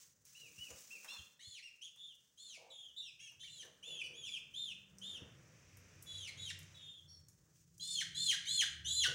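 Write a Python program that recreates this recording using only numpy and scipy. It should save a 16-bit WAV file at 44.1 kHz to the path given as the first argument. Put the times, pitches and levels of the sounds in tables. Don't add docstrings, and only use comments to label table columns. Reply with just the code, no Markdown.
import sys
import numpy as np
from scipy import signal
from scipy.fft import rfft, irfft
from scipy.io import wavfile

SR = 44100
rng = np.random.default_rng(int(sys.argv[2]) if len(sys.argv) > 2 else 0)


def master_out(mix):
    frames = np.transpose(np.atleast_2d(mix))
    ceiling = np.clip(frames, -1, 1)
    pcm = np.round(ceiling * 32767).astype(np.int16)
    wavfile.write(sys.argv[1], SR, pcm)


N = 403074
T = np.arange(N) / SR


def undb(db):
    return 10 ** (np.asarray(db) / 20)


def unit(x):
    return x / np.sqrt(np.mean(x ** 2) + 1e-20)


def add(out, s, x):
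    i = max(int(s * SR), 0)
    out[i:i + len(x)] += x[:len(out) - i]


def colour(x, points):
    hz, db = np.transpose(points)
    f = np.maximum(np.fft.rfftfreq(len(x), 1 / SR), 1)
    octaves_outside = np.abs(np.log2(f / np.clip(f, hz[0], hz[-1])))
    gain_db = np.interp(np.log(f), np.log(hz), db) - 32 * octaves_outside
    return irfft(rfft(x) * undb(gain_db), len(x))


def band(x, lo_hz, hi_hz):
    edges = [lo_hz, min(hi_hz, SR / 2 - 1)]
    return signal.sosfilt(signal.butter(2, edges, "band", fs=SR, output="sos"), x)


def walk(n, rate):
    place = np.arange(n) * rate / SR
    return np.interp(place, np.arange(n), rng.standard_normal(n))


def gate(t, length, rise, fall):
    opening = np.sin(np.pi / 2 * np.clip(t / rise, 0, 1)) ** 2
    closing = np.sin(np.pi / 2 * np.clip((length - t) / fall, 0, 1)) ** 2
    return opening * closing


def swell(s, length, attack, release, db):
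    return undb(db) * gate(T - s, length, attack, release)


def membrane(hz, waver, jitter):
    wander = waver * walk(len(hz), 107.0) + jitter * walk(len(hz), 1500)
    return 2 * np.pi * np.cumsum(hz * (1 + wander)) / SR


# (frequency [Hz], relative gain [dB])
RASP_COLOUR = [(1700, -14.5), (3000, -7), (5000, 6.5), (6500, -6), (9000, 3), (12000, -1.5), (15500, -6)]


def turbulence(n):
    return unit(colour(rng.standard_normal(n), RASP_COLOUR))


SOFT_START_DB, SOFT_START_S = 8, .012
SECOND_DRIFT = 0.0195
OCTAVE_FADE_DB, THIRD_DB, THIRD_SLOPE = 1, -13, 0.6
ARCH_DB, PUSH_POWER = 1.3, 3.1
FORCE_DB, SHRILL_DB, SHRILL_SLOPE = -41, -27.5, 0.21


def peep_pitch(u, first_hz, top_hz, last_hz, crest):
    rise = (first_hz - top_hz) * np.abs(1 - u / crest) ** 2.6
    fall = (last_hz - top_hz) * np.abs((u - crest) / (1 - crest)) ** (1.4 + 2.4 * crest)
    return top_hz + np.where(u < crest, rise, fall)


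def peep(length, first_hz, top_hz, last_hz, crest, ratio, second_db, rough, db, swell_db, octave_db):
    t = np.arange(int((length + 0.009) * SR)) / SR
    u, n = t / length, len(t)
    hz = peep_pitch(u, first_hz, top_hz, last_hz, np.clip(crest, .05, .9))
    shake = np.clip(rough, .1, 1)
    waver, jitter = .003 + .005 * shake, .002 + .005 * shake
    flutter = .2 * shake * np.sin(membrane(hz * .15, waver=.15, jitter=.1))
    one = np.exp(1j * (membrane(hz, waver, jitter) + flutter))
    second_ratio = ratio * (1 + SECOND_DRIFT * (u - .5))
    two = np.exp(1j * (membrane(hz * second_ratio, waver, jitter) + flutter))
    two = two * undb(second_db) * gate(u, 0.87, 0.08, 0.15)

    shimmer = [undb(shake * (3.2 * walk(n, 300) + 1.2 * walk(n, 35))) for _ in range(5)]
    tone = (one * shimmer[0] + two * shimmer[1]) / np.sqrt(1 + np.abs(two) ** 2)
    sums = 0.33 * one * two + .45 * two ** 2
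    octave = unit((one ** 2 * shimmer[2] + sums * shimmer[3]).imag)
    octave = octave * undb(octave_db - OCTAVE_FADE_DB * (u - .5))
    upper = one ** 3 + 0.15 * one ** 2 * two + 0.66 * two ** 3 + 0.13 * one ** 4
    upper = unit(upper.imag * shimmer[4]) * undb(THIRD_DB + THIRD_SLOPE * octave_db)
    one_gap = (.07 + .15 * shake) * two ** 2 * one.conj()
    two_gaps = .08 * shake * two ** 3 * one.conj() ** 2
    difference = (one_gap + two_gaps).imag
    rasp = shake * undb(-11 + octave_db / 2) * turbulence(n)

    push = u ** (PUSH_POWER if swell_db > 0 else 1)
    swelling_db = swell_db * (push - push.mean())
    bulge_db = ARCH_DB * (np.sin(np.pi * u) - .5)
    effort = undb(db + swelling_db + bulge_db + 0.93 * walk(n, 130))
    shrill = one ** 4 + one ** 3 * two + one * two ** 2 + one ** 5 / 2
    shrill = unit((shrill * shimmer[3]).imag) * undb(SHRILL_DB)
    shrill = shrill * (effort / undb(FORCE_DB)) ** SHRILL_SLOPE
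    voice = unit(tone.imag) + octave + upper + shrill + difference + rasp
    soft_start = undb(-SOFT_START_DB * rough * np.exp(-t / SOFT_START_S))
    return voice * effort * gate(t, length + 0.0049, 0.0043, 0.0085) * soft_start


FOURTH_HARMONIC_DB, HARSH_DB = -12.5, -12.5


def squawk(length, from_hz, to_hz, db):
    t = np.arange(int(length * SR)) / SR
    n = len(t)
    hz = to_hz + (from_hz - to_hz) * np.exp(-t / (.3 * length))
    phase = membrane(hz, waver=.025, jitter=.035)
    overtones = np.zeros(n)
    for k in range(2, 8):
        strength = undb(FOURTH_HARMONIC_DB - 5.6 * (k - 4.0))
        overtones += strength * np.sin(k * phase) * (1 + .5 * walk(n, 700))
    voice = np.sin(phase) * (1 + 0.44 * walk(n, 607)) + undb(-33) * np.sin(phase / 2)
    rasp = undb(HARSH_DB) * turbulence(n)
    return (voice + overtones + rasp) * undb(db) * gate(t, length, 0.0013, 0.0067)


# (start [s], length [s], first pitch [Hz], top pitch [Hz],
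#  last pitch [Hz], place of the top [0-1], second voice pitch ratio, second voice against first [dB],
#  roughness [0 smooth, about 1 rough], level [dB], swell from start to end [dB], octave against tone [dB])
PEEP_CALLS = [(0.348, .14, 2560, 2927, 2320, 0.22, 1.4, -18, .39, -60, -7, -14.5),
              (0.577, 0.11, 2630, 2943, 2390, 0.38, 1.7, -23, 0.3, -56, -6.5, -15),
              (.904, 0.079, 2460, 2715, 2280, 0.26, 1.3, -31, 0.4, -55.5, -9, -17),
              (1.074, .125, 3100, 3566, 3080, 0.49, 1.18, -3, .68, -56, 0, -13),
              (1.083, 0.09, 2536, 2787, 2435, 0.37, 1, -16, 0.3, -56.5, -16.5, -8),
              (1.399, .2, 2800, 3520, 1933, 0.46, 1.22, -3, .99, -57.5, 4.5, -6),
              (1.624, 0.066, 2506, 2817, 2360, 0.41, 1.3, -30, 0.47, -57, -6, -7.5),
              (1.81, 0.073, 2460, 3297, 2690, 0.58, 1.04, -.5, 1.05, -55.5, -8.5, -7.5),
              (1.969, 0.16, 3355, 3447, 2816, 0.46, 1.05, -1, 0.54, -59.5, -1, -15),
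              (2.373, .2, 3040, 3580, 2148, 0.3, 1.21, -4, 0.97, -59, 2, -3),
              (2.701, 0.2, 3955, 3587, 2920, 0.43, .92, 3.5, 0.3, -58, -4, -14),
              (2.962, .15, 3320, 3634, 2353, 0.17, 1.086, 0, 0.5, -56, -15.5, -19),
              (3.021, 0.074, 2740, 2890, 2485, 0.24, 1.1, -32, .17, -60, 7, -2.5),
              (3.19, .12, 2560, 3328, 2560, 0.27, .85, 1, 0.82, -58.5, -4, -5),
              (3.394, 0.095, 2977, 3177, 2710, 0.43, 1.12, 2, 1, -56, -3, -11),
              (3.471, .15, 3400, 3556, 2913, .35, 1.15, -0.5, 1.1, -59, 12.5, -3),
              (3.826, 0.2, 2700, 3523, 2860, 0.24, 0.79, -9.5, 0.56, -52, -2.5, -11.5),
              (3.873, 0.13, 2620, 3070, 2880, 0.53, 1.5, -19, .63, -59, -13, -19),
              (3.993, .028, 2900, 2740, 2424, 0.28, 1.1, -26, 0.54, -41.5, 13, -21),
              (4.036, 0.043, 2944, 2950, 2550, .32, 1.6, -12, 1.1, -49.5, -11, -11),
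              (4.135, .16, 2900, 3410, 2358, .31, 1.1, -14, 0.3, -56, 9.5, -6.5),
              (4.23, 0.15, 2990, 3552, 2407, .39, .98, -1, 0.73, -48.5, 3, -14),
              (4.537, .19, 2946, 3638, 2503, 0.33, 1.13, -16, 0.68, -48, -0.5, -15.5),
              (5.012, 0.17, 2910, 3608, 2625, 0.4, 0.9, -9, 0.92, -52, -3, -12.5),
              (6.06, 0.24, 3458, 3403, 2098, 0.4, 1.15, -6.5, 1.18, -52.5, 3, -8),
              (6.371, .13, 3200, 3453, 2730, 0.35, 1.12, -1.5, 1, -51, 12, -7.5),
              (6.741, .26, 3950, 3606, 3220, 0.53, 0.91, 1.5, 0.68, -60, 0.5, -18.5),
              (7.795, .21, 3216, 3544, 2880, 0.52, 1.225, 2.5, 1.23, -45.5, 9, -4),
              (8.144, .17, 3246, 3553, 2856, .54, 1.18, 0, 0.86, -39.5, 14.5, -6),
              (8.465, .15, 2900, 3514, 2935, 0.54, 1.194, 0.5, 0.44, -38, 9.5, -5.5),
              (8.845, 0.2, 2856, 3514, 2690, 0.59, 1.157, 0, 0.6, -39.5, 10.5, -3.5)]
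# (start [s], length [s], from pitch [Hz], toward pitch [Hz], main tone level [dB])
VOICE_CRACKS = [(1.393, 0.03, 1750, 2233, -63.5), (2.544, 0.0244, 2690, 2153, -58),
                (3.432, 0.028, 1630, 2360, -60.5), (3.621, 0.022, 2920, 1580, -58.5),
                (6.273, 0.026, 2590, 1963, -50.5), (6.5, .017, 2940, 1472, -45.5),
                (8.006, 0.029, 2790, 1450, -41), (8.31, .045, 2840, 1514, -39),
                (8.453, 0.02, 1930, 2470, -51), (8.609, .036, 2900, 1529, -35.5),
                (9.036, 0.044, 2400, 1402, -35.5)]
# (frequency [Hz], gain [dB])
THROAT_COLOUR = [(700, -1.5), (1400, -2.5), (3200, -0.5), (4200, 0.5), (4750, -4.5), (5300, -2), (6000, 0),
                 (7100, 0), (8500, -0.5), (10500, -3), (12500, -12.5), (16000, -4)]


def chickens():
    out = np.zeros(N)
    for s, *call in PEEP_CALLS:
        add(out, s, peep(*call))
    for s, *crack in VOICE_CRACKS:
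        add(out, s, squawk(*crack))
    return undb(-.5) * colour(out, THROAT_COLOUR)


# (start [s], length [s])
SQUEAK_TIME = (7.07, 0.14)
# (frequency [Hz], peak level [dB])
SQUEAK_PARTIALS = [(4420, -68), (5570, -61), (10100, -81)]


def squeak():
    out, (s, length) = np.zeros(N), SQUEAK_TIME
    t = np.arange(int(length * SR)) / SR
    for hz, db in SQUEAK_PARTIALS:
        tone = np.sin(membrane(np.full(len(t), hz), waver=0.012, jitter=0.016))
        add(out, s, undb(db) * tone * gate(t, length, .025, 0.067))
    return out


FLOOR_T = np.arange(SR // 4) / SR

# (time [s], level before a 4 dB cut [dB],
#  low knock before a 3 dB ceiling and a 3.5 dB cut [dB], top before a 12 dB lift [dB])
PECK_HITS = [(.2515, -55, -39, -10), (.704, -43.5, -11, -33), (.8056, -53, -13, -8), (1.0451, -47, -2, -14),
             (1.9592, -60.5, -10.5, -13), (2.151, -61, -49, -13), (3.317, -70.5, 2, -4),
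             (3.6494, -59, 2.5, -9), (4.385, -58, -10, -20), (4.984, -48.5, -26, -22),
             (5.7698, -55, -10, -11), (6.024, -50, -32, -4.5), (6.5886, -49.5, -20, -10),
             (6.6293, -51, -22, -32), (7.2842, -52, -25, -16), (7.743, -64, -32, -23),
             (7.7794, -50.5, -46, -17)]
# (frequency [Hz], relative gain [dB])
TICK_COLOUR = [(1200, -19), (3000, -19), (6000, 9), (9000, 1.5), (12000, -17), (16000, -17)]


def pecks():
    out, t = np.zeros(N), FLOOR_T
    for s, db, knock_db, top_db in PECK_HITS:
        noise = rng.standard_normal(len(t))
        tick = unit(colour(noise, TICK_COLOUR)) + undb(top_db + 12) * unit(band(noise, 7000, 24000))
        tick = tick * np.minimum(t / .001, 1) * np.exp(-t / 0.0038)
        knock = undb(min(knock_db, 3) - 3.5) * unit(band(noise, 600, 2440))
        add(out, s, undb(db - 4.0) * (tick + knock * np.exp(-t / 0.019)))
    return out


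# (start [s], length, at most 0.25 heard [s], pitch region [Hz], level before a 3.5 dB cut [dB])
SCUFF_STROKES = [(0.414, 0.16, 447, -74), (0.683, 0.14, 533, -62), (.45, 0.34, 235, -76),
                 (0.934, 0.11, 460, -69), (1.112, 0.12, 1230, -60), (2.566, 0.22, 632, -63.5),
                 (3.623, 0.15, 524, -66), (3.861, 0.18, 492, -64.5), (4.019, 0.25, 456, -67),
                 (5.193, 0.091, 388, -55.5), (9.072, 0.094, 497, -49)]


def scuffs():
    out, t = np.zeros(N), FLOOR_T
    for s, length, hz, db in SCUFF_STROKES:
        noise = unit(band(rng.standard_normal(len(t)), hz * 0.73, hz * 1.23))
        add(out, s, undb(db - 3.5) * noise * gate(t, length, 0.015, 0.12))
    return out


# (time [s], level [dB])
BUMP_HITS = [(.578, -59.5), (0.708, -54.5), (1.19, -58), (1.471, -64), (5.218, -48)]


def bumps():
    out, t = np.zeros(N), FLOOR_T
    for s, db in BUMP_HITS:
        add(out, s, undb(db) * unit(band(rng.standard_normal(len(t)), 65, 150)) * np.exp(-t / .018))
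    return out


# (frequency [Hz], time to fall 60 dB [s])
HALL_DECAY = [(200, 0.17), (1500, 0.62), (3300, 0.48), (7000, 0.37), (14000, 0.23)]
# (delay [s], gain against the direct sound)
FIRST_REFLECTIONS = [(.0023, 0.052), (.0061, 0.14), (0.0108, .2)]


def hallway(x, wet_db):
    t = np.arange(SR * 3 // 4) / SR
    hz, t60 = np.transpose(HALL_DECAY)
    spectrum, f = rfft(rng.standard_normal(len(t))), np.fft.rfftfreq(len(t), 1 / SR)
    tail = np.zeros(len(t))
    for share, decay in zip(np.eye(len(hz)), t60):
        band_noise = irfft(spectrum * np.interp(f, hz, share), len(t))
        tail += band_noise * np.exp(-np.log(1000) * t / decay)
    tail = tail * np.clip(t / 0.002, 0, 1)
    response = undb(wet_db) * tail / np.sqrt(np.sum(tail ** 2))
    response[0] += 1
    for delay, gain in FIRST_REFLECTIONS:
        response[int(delay * SR)] += gain
    return signal.fftconvolve(x, response)[:N]


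# (start [s], length [s], attack [s], first pitch [Hz], last pitch [Hz], level [dB])
HUM_SWELLS = [(4.4, 0.84, 0.64, 202.8, 188.7, -67), (5.375, 1.7, 1.08, 95, 91.6, -58),
              (6.887, 0.36, 0.31, 91, 84, -61.5), (7.29, 1.87, 0.76, 170, 180, -69.5),
              (8.454, 1.7, 0.56, 76.4, 74, -58.5)]


def hums():
    out = np.zeros(N)
    for s, length, attack, first_hz, last_hz, db in HUM_SWELLS:
        hz = np.interp(T, [s, s + length], [first_hz, last_hz])
        tone = np.sin(membrane(hz, waver=0.029, jitter=0.015))
        out += tone * swell(s, length, attack, max(length - attack, .01), db)
    return out * undb(3.9 * walk(N, 8.4))


# (frequency [Hz], relative gain [dB])
RUMBLE_COLOUR = [(21, -48), (35, -24), (59, -10.5), (78, -7), (92, -4.5), (162, -1.5), (220, -25.5),
                 (281, -23.5), (330, -15), (430, -32.5), (730, -120)]
# (time [s], level [dB])
RUMBLE_COURSE = [(0.0, -86), (0.73, -82.5), (0.99, -89.5), (1.83, -90.5), (5.55, -67), (6.64, -65.5),
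                 (6.82, -74), (7.94, -69.5), (8.02, -66), (9.01, -67), (9.14, -58)]


def rumble():
    level_db = np.interp(T, *np.transpose(RUMBLE_COURSE)) + 1.5
    return unit(colour(rng.standard_normal(N), RUMBLE_COLOUR)) * undb(level_db + 2.5 * walk(N, 14))


# (frequency [Hz], relative gain [dB])
AIR_COLOUR = [(200, 4.5), (330, -8), (500, -0.5), (750, -11), (1100, -10.5), (1800, -8), (3000, -31)]
# (time [s], level [dB])
AIR_COURSE = [(0.0, -88), (0.99, -76), (1.6, -88), (3.56, -83.5), (4.0, -72), (4.81, -79.5), (5.24, -66.5),
              (6.59, -72.5), (7.13, -81.5), (7.61, -86), (8.47, -81.5), (9.14, -85)]


def air():
    level_db = np.interp(T, *np.transpose(AIR_COURSE))
    return unit(colour(rng.standard_normal(N), AIR_COLOUR)) * undb(level_db + 2.4 * walk(N, 8))


# (start [s], length [s], attack [s], release [s], level [dB])
RUSH_SWELL = (4.5, 2.5, 1.6, 0.3, -68.5)
# (frequency [Hz], relative gain [dB])
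RUSH_TINT = [(590, -52), (1000, -13), (2470, 0), (3270, -9), (3590, -10), (4240, -14.5), (5920, -1.5),
             (12000, -34), (15600, -63), (22000, -120)]


def rush():
    return unit(colour(rng.standard_normal(N), RUSH_TINT)) * swell(*RUSH_SWELL)


# (start [s], length [s], attack [s], release [s], level [dB])
RUSTLE_SWELLS = [(0, 0.2, 0.0013, 0.24, -61.5), (0.227, 0.66, 0.057, 0.11, -64.5),
                 (0.576, 0.86, 0.068, 0.37, -61.5), (7.498, 0.18, 0.087, 0.095, -72)]
# (frequency [Hz], relative gain [dB])
HISS_COLOUR = [(1000, -13.5), (2500, -7), (4300, -6.5), (6200, 4.5), (9000, -5), (12500, -16.5),
               (15500, -2.5)]


def rustles():
    hiss_power = undb(-78) ** 2
    level = np.sqrt(hiss_power + sum(swell(*row) ** 2 for row in RUSTLE_SWELLS))
    return unit(colour(rng.standard_normal(N), HISS_COLOUR)) * level * undb(2.0 * walk(N, 90))


def background():
    return hums() + rumble() + air() + rush() + rustles()


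def scene():
    floor_sounds = pecks() + scuffs() + bumps()
    return (hallway(chickens() + squeak() + floor_sounds, wet_db=-3.0) + background())[None]


def record(dry):
    return signal.sosfilt(signal.ellip(10, .2, 80, 15800, fs=SR, output="sos"), dry)


dry = scene()
out = record(dry)
master_out(out)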